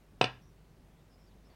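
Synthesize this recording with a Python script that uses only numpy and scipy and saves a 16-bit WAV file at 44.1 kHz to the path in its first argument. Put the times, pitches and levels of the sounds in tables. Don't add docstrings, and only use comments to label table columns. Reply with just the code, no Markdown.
import sys
import numpy as np
from scipy import signal
from scipy.fft import rfft, irfft
from scipy.io import wavfile
from scipy.ndimage import uniform_filter1d

SR = 44100
rng = np.random.default_rng(int(sys.argv[2]) if len(sys.argv) > 2 else 0)


def master_out(mix):
    frames = np.transpose(np.atleast_2d(mix))
    ceiling = np.clip(frames, -1, 1)
    pcm = np.round(ceiling * 32767).astype(np.int16)
    wavfile.write(sys.argv[1], SR, pcm)


N = 68355

# t/s, thump level/dB, contact time/s, signed rocking factor, ring level/dB
RIM_IMPACTS = [(0.2121, 0.5, 0.00016, 0.93, 0), (0.2409, -6, 0.00078, -0.87, -15.5)]


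def amp(db):
    return 10 ** (np.asarray(db) / 20)


def unit(x):
    return x / np.sqrt(np.mean(x ** 2) + 1e-20)


def curve_at(points, hz):
    f, value = np.transpose(points)
    return np.interp(np.log(hz + 1), np.log(f + 1), value)


def add(mix, start_s, sound):
    part = mix[max(round(start_s * SR), 0):][:len(sound)]
    part += sound[:len(part)]


def colour(x, spectrum, size=8192):
    log_gain = np.log(amp(curve_at(spectrum, abs(np.fft.fftfreq(size, 1 / SR)))))
    response = np.exp(np.conj(signal.hilbert(log_gain)))
    taps = np.fft.ifft(response).real[:size // 2]
    return signal.fftconvolve(x, taps)[:len(x)]


def ring(force, modes):
    t = np.arange(N) / SR
    response = sum(amp(db - 60 * t / t60) * np.cos(2 * np.pi * hz * t) for hz, db, t60 in modes)
    return signal.fftconvolve(force, response)[:N]


def drift(rate_hz):
    low_pass = np.exp(-(np.fft.rfftfreq(N, 1 / SR) / rate_hz) ** 2)
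    return unit(irfft(rfft(rng.standard_normal(N)) * low_pass, N))


def room_noise(level_db=-61.5, patch_db=1, size=1024):
    spectrum = [(15, -29.5), (30, -22), (50, -11.5), (80, -12.5), (150, -9.5), (250, -17.5), (400, -20.5),
                (600, -25), (1000, -30.5), (2400, -36), (5000, -42), (8000, -45.5), (16000, -48.5)]
    hz, _, bins = signal.stft(rng.standard_normal(N), SR, nperseg=size)
    patches = uniform_filter1d(rng.standard_normal(bins.shape), size=10, axis=0)
    patches = unit(uniform_filter1d(patches, size=8, axis=1))
    bins *= amp(curve_at(spectrum, hz)[:, None] + patch_db * patches)
    return amp(level_db) * unit(signal.istft(bins, SR, nperseg=size)[1][:N])


def hum(waver=.25, wander_rad=.67):
    tones = [(49, -63.5), (161, -75)]  # f/Hz, rms level/dB
    t, sound = np.arange(N) / SR, np.zeros(N)
    for hz, db in tones:
        envelope = 1 + waver * drift(rate_hz=3)
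        phase = 2 * np.pi * hz * t + wander_rad * drift(rate_hz=2.7)
        sound += amp(db) * unit(envelope * np.sin(phase))
    return sound


def twitter(bandwidth_hz=690, skew=1.45):
    chirps = [(.413, 0.059, 5590, 5750, -75), (0.462, .06, 5750, 5770, -79.5), (0.961, .1, 3628, 3600, -82),
              (1.095, 0.1, 5100, 5060, -76), (1.179, 0.12, 5390, 5380, -77), (1.26, 0.051, 4900, 4390, -78),
              (1.29, .07, 3880, 3700, -80), (1.44, 0.057, 5150, 5300, -76.5),
              (1.485, 0.076, 4500, 4500, -78.5)]
    sound = np.zeros(N)
    for start_s, length_s, first_hz, last_hz, db in chirps:
        progress = np.linspace(0, 1, int(length_s * SR))
        phase = 2 * np.pi * np.cumsum(first_hz + (last_hz - first_hz) * progress) / SR
        in_phase = drift(bandwidth_hz / 2)[:len(phase)] * np.cos(phase)
        quadrature = drift(bandwidth_hz / 2)[:len(phase)] * np.sin(phase)
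        envelope = np.sin(np.pi * progress) * np.exp(skew * (.5 - progress))
        add(sound, start_s, amp(db) * envelope * unit(in_phase + quadrature))
    return sound


def hand_brush():
    swell = [(1.42, -83), (1.501, -66.5), (1.55, -67.5)]  # t/s, rms level/dB
    spectrum = [(100, -17.5), (350, 1.5), (800, 1.5), (1500, -10.5), (4000, -15.5), (9000, -36.5)]  # f/Hz, relative level/dB
    times, db = np.transpose(swell)
    envelope = amp(np.interp(np.arange(N) / SR, times, db))
    return envelope * unit(colour(rng.standard_normal(N), spectrum))


def reverberation(x, build_s=.0032, size=256):
    reflections = [(.0023, -19), (.0046, -20.5), (.0072, -19.5), (0.0102, -21.5), (0.0157, -18.5)]
    decay_times = [(120, 0.4), (500, 0.2056), (1500, 0.28), (2700, 0.2634), (5000, 0.2836), (10000, .17)]  # f/Hz, T60/s
    tail_spectrum = [(120, -11), (400, -9), (750, -9), (1100, -1), (2150, -1), (2550, -9), (2900, -10),
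                     (3200, -4.5), (3700, -13), (10000, -7.5)]
    early = np.zeros(N)
    for delay_s, db in reflections:
        add(early, delay_s, amp(db) * x)
    hz, t, bins = signal.stft(rng.choice([-1., 1.], SR), SR, nperseg=size)
    t60 = curve_at(decay_times, hz)[:, None]
    bins *= amp(curve_at(tail_spectrum, hz)[:, None] - 60 * t / t60)
    bins *= np.sqrt(2 * np.log(1000) / (t60 * SR))
    tail = signal.istft(bins, SR, nperseg=size)[1]
    tail *= np.minimum(np.arange(len(tail)) / SR / build_s, 1) ** 2
    return early + signal.fftconvolve(x, tail)[:N]


def tabletop(impacts):
    resonances = [(124, 10, .38), (139, 8, .17), (258, -5, .3), (372, -5, .15), (420, -8, .1),
                  (485, -5, .16), (738, 11, .16), (1030, 2, .22), (1320, -2, .1), (1410, -2, .2),
                  (2440, 3, .12), (2505, 1, .11), (2575, 5, .19), (2900, -4, .1)]
    modes = [(hz, db + 20 * np.log10(2 * np.log(1000) / (t60 * SR)), t60) for hz, db, t60 in resonances]
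    return ring(impacts, modes)


def coin_ring(gain_db=-49.5, grip_s=.253, grip_db=-16, grip_fall_s=.006):
    modes = [(8443, 0, .2), (10795, -13, 0.21)]  # f/Hz, relative level/dB, T60/s
    force = np.zeros(N)
    for start_s, _, _, _, db in RIM_IMPACTS:
        add(force, start_s, amp([db]))
    grip = np.clip((np.arange(N) / SR - grip_s) / grip_fall_s, 0, 1)
    return ring(force, modes) * amp(gain_db + grip_db * grip)


def face_clacks(gain_db=10.5, scatter_db=-3, scatter_decay_s=.002):
    slaps = [(0.2140, -5), (0.2150, -1), (0.2419, -10), (0.2436, -5.5), (0.2565, -21.5)]  # t/s, relative level/dB
    spectrum = [(100, -42.5), (700, -26.5), (1400, -5.5), (2150, -9), (2480, 1.5), (2950, 1), (3200, -11),
                (3600, -3), (4700, -9), (5500, -15.5), (6500, -23), (7600, -34.5), (10000, -44),
                (16000, -61.5)]
    t, force = np.arange(0, .03, 1 / SR), np.zeros(N)
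    for start_s, db in slaps:
        contact = rng.standard_normal(len(t)) * np.exp(-t / scatter_decay_s)
        contact *= amp(scatter_db) / np.linalg.norm(contact)
        contact[0] -= 1
        add(force, start_s, amp(db) * contact)
    return amp(gain_db) * colour(force, spectrum)


def rim_thumps(gain_db=18, bend_hz=730, bend_q=.9):
    spectrum = [(30, -45.5), (75, -33.5), (115, -6), (250, -3), (450, 0.5), (750, 0.5), (1050, -4),
                (1250, -10), (1800, -14), (4000, -20.5), (8000, -40.5), (16000, -48)]
    t, force = np.arange(0, .01, 1 / SR), np.zeros(N)
    for start_s, db, contact_s, rocking, _ in RIM_IMPACTS:
        pulse = t * np.exp(-4 * t / contact_s)
        add(force, start_s, rocking * amp(db) * pulse / pulse.sum())
    b, a = signal.iirpeak(bend_hz, bend_q, fs=SR)
    dispersed = force - 2 * signal.lfilter(b, a, force)
    return amp(gain_db) * colour(dispersed, spectrum)


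def scene(ring_to_room_db=-12):
    impacts = rim_thumps() + face_clacks()
    ringing = tabletop(impacts) + coin_ring()
    reflected = reverberation(impacts + amp(ring_to_room_db) * ringing)
    return (impacts + ringing + reflected + room_noise() + hum() + twitter() + hand_brush())[None]


def record(dry, cutoff_hz=16200):
    taps = signal.firwin(511, cutoff_hz, window=("kaiser", 9), fs=SR)
    return signal.oaconvolve(dry, taps[None], "same")


dry = scene()
out = record(dry)
master_out(out)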